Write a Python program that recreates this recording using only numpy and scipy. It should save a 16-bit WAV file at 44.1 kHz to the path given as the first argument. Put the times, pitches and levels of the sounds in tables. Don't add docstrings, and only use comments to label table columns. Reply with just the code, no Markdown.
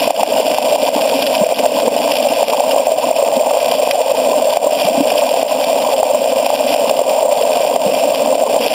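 import sys
import numpy as np
from scipy import signal
from scipy.fft import rfft, irfft
from scipy.io import wavfile
from scipy.ndimage import uniform_filter1d

SR = 44100
rng = np.random.default_rng(int(sys.argv[2]) if len(sys.argv) > 2 else 0)


def wav_out(sig):
    wavfile.write(sys.argv[1], SR, np.round(np.clip(np.atleast_2d(sig).T, -1, 1) * 32767).astype(np.int16))


N = 385419
TIME_S = np.arange(N) / SR

# time in seconds, relative sand level in dB, relative churn level in dB.
INTAKE_LEVELS = [(0.0, -22, -24.5), (0.8, -23.5, -24), (1.28, -23, -24), (1.92, -24.5, -22.5),
                 (2.16, -23, -26.5), (3.44, -27.5, -31), (3.84, -23.5, -26.5), (4.0, -26.5, -32),
                 (4.4, -25.5, -25), (4.56, -27, -30.5), (4.96, -23.5, -21.5), (5.2, -24, -26.5),
                 (6.16, -27, -29), (6.72, -22, -26), (7.28, -29.5, -30.5), (7.6, -24.5, -25.5),
                 (8.4, -27, -24), (8.72, -22, -25)]
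# start in seconds, relative force in dB, pitch in Hz,
# choking of the intake in dB (negative: the flow rises).
STONE_KNOCKS = [(0.1047, 9.5, 705, 8), (0.231, 10.5, 736, 1), (0.401, 5, 515, -0.5), (0.583, 8, 770, 1.5),
                (0.7576, 6.5, 680, 2.5), (0.8875, 4, 646, 5), (1.4365, 7.5, 556, 1.5),
                (1.5222, 6.5, 622, 3.5), (1.6607, 11, 630, -5), (1.8785, 5.5, 563, 4.5),
                (1.9629, 4, 630, 0), (2.4283, 7.5, 680, -0.5), (2.4945, 5.5, 610, -1),
                (2.5327, 3.5, 915, 1.5), (2.7612, 7, 650, -4), (2.8687, 6.5, 654, 0.5),
                (2.9195, 4.5, 625, 2), (3.1106, 4.5, 630, 3), (3.2244, 6, 586, -1), (3.7201, 7, 644, -4),
                (3.9435, 2.5, 625, 3.5), (3.9541, 4, 670, 0), (4.5695, 9, 680, 5), (5.1169, 6.5, 646, 1),
                (5.3398, 6, 650, -0.5), (5.428, 5.5, 637, 5), (6.0296, 9.5, 750, -2.5),
                (6.2575, 3, 630, 1.5), (6.4633, 5.5, 680, 0.5), (6.502, 6, 795, -0.5),
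                (6.7445, 6, 680, -0.5), (6.9099, 9, 615, -2.5), (7.0128, 7.5, 550, 2.5),
                (7.2273, 4.5, 618, -1), (7.7607, 6.5, 650, 4.5), (8.352, 6, 604, 2), (8.435, 5.5, 660, 2.5)]
# start in seconds, level in dB.
PEBBLE_CLICKS = [(0.1032, -7), (0.196, -17), (1.224, -6), (1.266, -7), (1.351, -5.5), (1.591, -9),
                 (1.6564, -4), (2.116, -4), (2.168, -8), (2.241, -22), (2.335, -10), (2.4998, -1.5),
                 (2.71, -7.5), (3.714, -3), (3.911, 1.5), (4.0153, -10), (5.1025, -6), (6.4606, -8),
                 (6.727, -9), (6.8952, -5), (7.095, -12), (7.423, -8), (7.5307, -9)]
# start in seconds, relative level in dB, pitch at full swell in Hz.
AIR_GLUGS = [(0.955, -1, 277), (1.41, 2, 211), (1.754, -10, 245), (1.871, -2, 263), (2.266, -8, 246),
             (3.365, -5, 246), (4.846, -8, 198), (4.975, 2, 257), (5.002, 8.5, 280), (7.859, -3, 201)]
# frequency in Hz, relative gain in dB.
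DRONE_COLOUR = [(300, -44), (370, -41), (450, -13), (550, 0), (635, 1), (720, -4.5), (840, -11.5),
                (970, -13), (1100, -21), (1280, -32), (1600, -51), (2500, -70.5)]
# frequency in Hz, relative gain in dB.
SAND_COLOUR = [(500, -22.5), (1000, -2.5), (1350, -15), (1480, -7), (1590, -3.5), (1740, -13.5), (2070, -4),
               (2200, -10.5), (2390, 5.5), (2600, 4), (2820, 4.5), (3400, 2), (3850, -5.5), (4500, -16.5)]
# frequency in Hz, relative gain in dB.
CHURN_COLOUR = [(15, -36), (70, -71), (100, -25.5), (140, -21.5), (195, -13.5), (225, -6), (258, 0.5),
                (305, -4), (345, -18), (450, -20), (900, -67)]
# frequency in Hz, relative gain in dB.
RUMBLE_COLOUR = [(10, 19), (30, -30), (70, -42), (110, 13), (180, 14), (400, -15)]

FLOW_DB, GRIT_DB, SLOSH_DB = -16, 0.72, -4
FLOW_SURGE_HZ, GRIT_SURGE_HZ, SLOSH_SURGE_HZ = 29, 41.4, 30
FLOW_SURGE_DB, GRIT_SURGE_DB, SLOSH_SURGE_DB = 1.15, 1.6, 2.0
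CHOKE_PEAK_S = 0.025
GRIT_CHOKE_SHARE = 0.79
KNOCK_SWELL_CYCLES = 1.5
GLUG_SWELL_S = 0.0074
SAMPLING_HZ = 8000
STEP_REPEATS = 12
TOP_EDGE_HZ = 15725


def gain_of(db):
    return 10 ** (np.asarray(db) / 20)


def evened(x):
    return x / np.sqrt(np.mean(x ** 2) + 1e-20)


def add(mix, start_s, sound):
    part = mix[max(round(start_s * SR), 0):][:len(sound)]
    part += sound[:len(part)]


def wander(top_hz):
    hz = np.fft.rfftfreq(N, 1 / SR)
    spectrum = rfft(rng.standard_normal(N))
    return evened(irfft(spectrum * np.exp(-(hz / top_hz) ** 2), N))


def swell_shape(u):
    return (u * np.exp(1 - u)) ** 2


def response(colour, size=8192):
    colour_hz, colour_db = np.transpose(colour)
    hz = abs(np.fft.fftfreq(size, 1 / SR))
    db = np.interp(np.log(hz + 1), np.log(colour_hz), colour_db)
    log_gain = np.log(gain_of(db))
    tail = np.fft.ifft(np.exp(signal.hilbert(log_gain).conj())).real[:size // 2]
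    return tail / abs(tail).max()


def ring(x, colour):
    return evened(signal.oaconvolve(x, response(colour))[:N])


def impacts(per_s, spread_db):
    size = gain_of(spread_db * np.minimum(rng.exponential(1, N), 4))
    sign = rng.choice([-1, 1], N)
    struck = rng.random(N) < per_s / SR
    return evened(size * sign * struck)


def blows(rows, level_db, rise):
    out, t_s = np.zeros(N), TIME_S[:SR // 16]
    for start_s, db, hz, swell_s in rows:
        u = t_s / swell_s
        pitch_hz = hz * (1 + rise * (np.minimum(u, 4) - 1))
        turns = np.cumsum(pitch_hz) / SR + rng.random()
        add(out, start_s, gain_of(db + level_db) * swell_shape(u) * np.sin(2 * np.pi * turns))
    return out


def blips(level, level_db, hz, scatter, swell_s, spread_db, count):
    when, size, pitch, length = rng.random((count, 4)).T
    start_s = when * N / SR
    pitch_hz = hz * (1 + scatter * (2 * pitch - 1))
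    rows = zip(start_s, spread_db * size, pitch_hz, swell_s * (.5 + length))
    return gain_of(level_db) * level * evened(blows(rows, level_db=0, rise=0.026))


def low_cut(x, corner_hz, order):
    return signal.sosfilt(signal.butter(order, corner_hz, "high", fs=SR, output="sos"), x)


def suction():
    time_s, sand_db, churn_db = np.transpose(INTAKE_LEVELS)
    choke_db = np.zeros(N)
    choke_shape = swell_shape(TIME_S[:SR // 4] / CHOKE_PEAK_S)
    for start_s, _, _, depth_db in STONE_KNOCKS:
        add(choke_db, start_s, depth_db * choke_shape)
    flow_db = FLOW_DB + FLOW_SURGE_DB * wander(FLOW_SURGE_HZ) - choke_db
    grit_db = GRIT_DB + GRIT_SURGE_DB * wander(GRIT_SURGE_HZ)
    grit_db += np.interp(TIME_S, time_s, sand_db) - GRIT_CHOKE_SHARE * choke_db
    slosh_db = SLOSH_DB + SLOSH_SURGE_DB * wander(SLOSH_SURGE_HZ)
    slosh_db += np.interp(TIME_S, time_s, churn_db) - choke_db
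    return gain_of([flow_db, grit_db, slosh_db])


def rumble(level_db=-58):
    return gain_of(level_db) * ring(rng.standard_normal(N), RUMBLE_COLOUR)


def drone(level, level_db=1.04, gust_db=1.5):
    push = impacts(per_s=1800, spread_db=1.1) * gain_of(gust_db * wander(top_hz=55))
    return gain_of(level_db) * level * ring(push, DRONE_COLOUR)


def churn(level, level_db=0.5, surge_db=1.5):
    push = impacts(per_s=700, spread_db=2.5) * gain_of(surge_db * wander(top_hz=25))
    return gain_of(level_db) * level * ring(push, CHURN_COLOUR)


def sand(level, level_db=-2.65, clump_db=1.0):
    grains = impacts(per_s=3000, spread_db=2.0) * gain_of(clump_db * wander(top_hz=110))
    return gain_of(level_db) * level * ring(grains, SAND_COLOUR)


def bubbles(flow, slosh):
    deep = blips(slosh, level_db=-1.5, hz=470.5, scatter=0.079, swell_s=0.006, spread_db=10, count=200)
    large = blips(flow, level_db=-1.44, hz=602, scatter=.12, swell_s=0.0051, spread_db=4, count=600)
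    small = blips(flow, level_db=-12.0, hz=897, scatter=0.11, swell_s=0.003, spread_db=7, count=200)
    return deep + large + small


def coarse_grit(level):
    return blips(level, level_db=-10.0, hz=2953, scatter=0.18, swell_s=0.0011, spread_db=30, count=900)


def small_pebbles(level, level_db=-8.5):
    return gain_of(level_db) * level * ring(impacts(per_s=70, spread_db=3.0), SAND_COLOUR)


def small_stones(level):
    taps = blips(level, level_db=-12.0, hz=680, scatter=0.15, swell_s=0.0018, spread_db=14, count=45)
    return low_cut(taps, corner_hz=337, order=3)


def glugs():
    rows = [(*row, GLUG_SWELL_S) for row in AIR_GLUGS]
    return low_cut(blows(rows, level_db=-10.0, rise=0.037), corner_hz=98, order=3)


def pebbles(scrape_db=-14, scrape_s=0.0058):
    push, t_s = np.zeros(N), TIME_S[:SR // 80]
    for start_s, db in PEBBLE_CLICKS:
        strike = t_s == 0
        scrape = gain_of(scrape_db) * np.exp(-t_s / scrape_s) * rng.standard_normal(len(t_s))
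        add(push, start_s, gain_of(db) * (strike + scrape))
    return signal.oaconvolve(push, response(SAND_COLOUR))[:N]


def knocks():
    rows = [(start_s, db, hz, KNOCK_SWELL_CYCLES / hz) for start_s, db, hz, _ in STONE_KNOCKS]
    return low_cut(blows(rows, level_db=-5.0, rise=0), corner_hz=367, order=3)


def scene():
    flow, grit, slosh = suction()
    water = rumble() + drone(flow) + churn(slosh) + bubbles(flow, slosh)
    grains = sand(grit) + coarse_grit(grit) + small_pebbles(grit)
    strikes = small_stones(flow) + pebbles() + knocks()
    return (water + grains + glugs() + strikes)[None]


def gain_control(x, threshold_db=-6.5, share=0.8, recovery_db_per_s=125, attack_s=0.0018, makeup_db=1.0):
    peak_db = 20 * np.log10(abs(x) + 1e-9)
    fall_db = TIME_S * recovery_db_per_s
    held_peak_db = np.maximum.accumulate(peak_db + fall_db) - fall_db
    over_db = np.maximum(held_peak_db - threshold_db, 0)
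    r = np.exp(-1 / (attack_s * SR))
    smooth_over_db = signal.lfilter([1 - r], [1, -r], over_db)
    return x * gain_of(makeup_db - share * smooth_over_db)


def record(dry, hiss_db=-36.5, corner_hz=60):
    loud = low_cut(gain_control(dry[0]), corner_hz, order=1)
    slow = signal.resample_poly(loud, 2 * SAMPLING_HZ, SR)[::2]
    steps = np.repeat(np.clip(slow, -.95, .95), STEP_REPEATS)
    held = signal.resample_poly(steps, SR, STEP_REPEATS * SAMPLING_HZ)[:N]
    envelope = evened(np.sqrt(abs(uniform_filter1d(held ** 2, size=200))))
    hissing = held + gain_of(hiss_db) * envelope * rng.standard_normal(N)
    top_cut = signal.firwin(1023, TOP_EDGE_HZ, window=("kaiser", 9), fs=SR)
    return signal.oaconvolve(hissing, top_cut, "same")[None]


dry = scene()
out = record(dry)
wav_out(out)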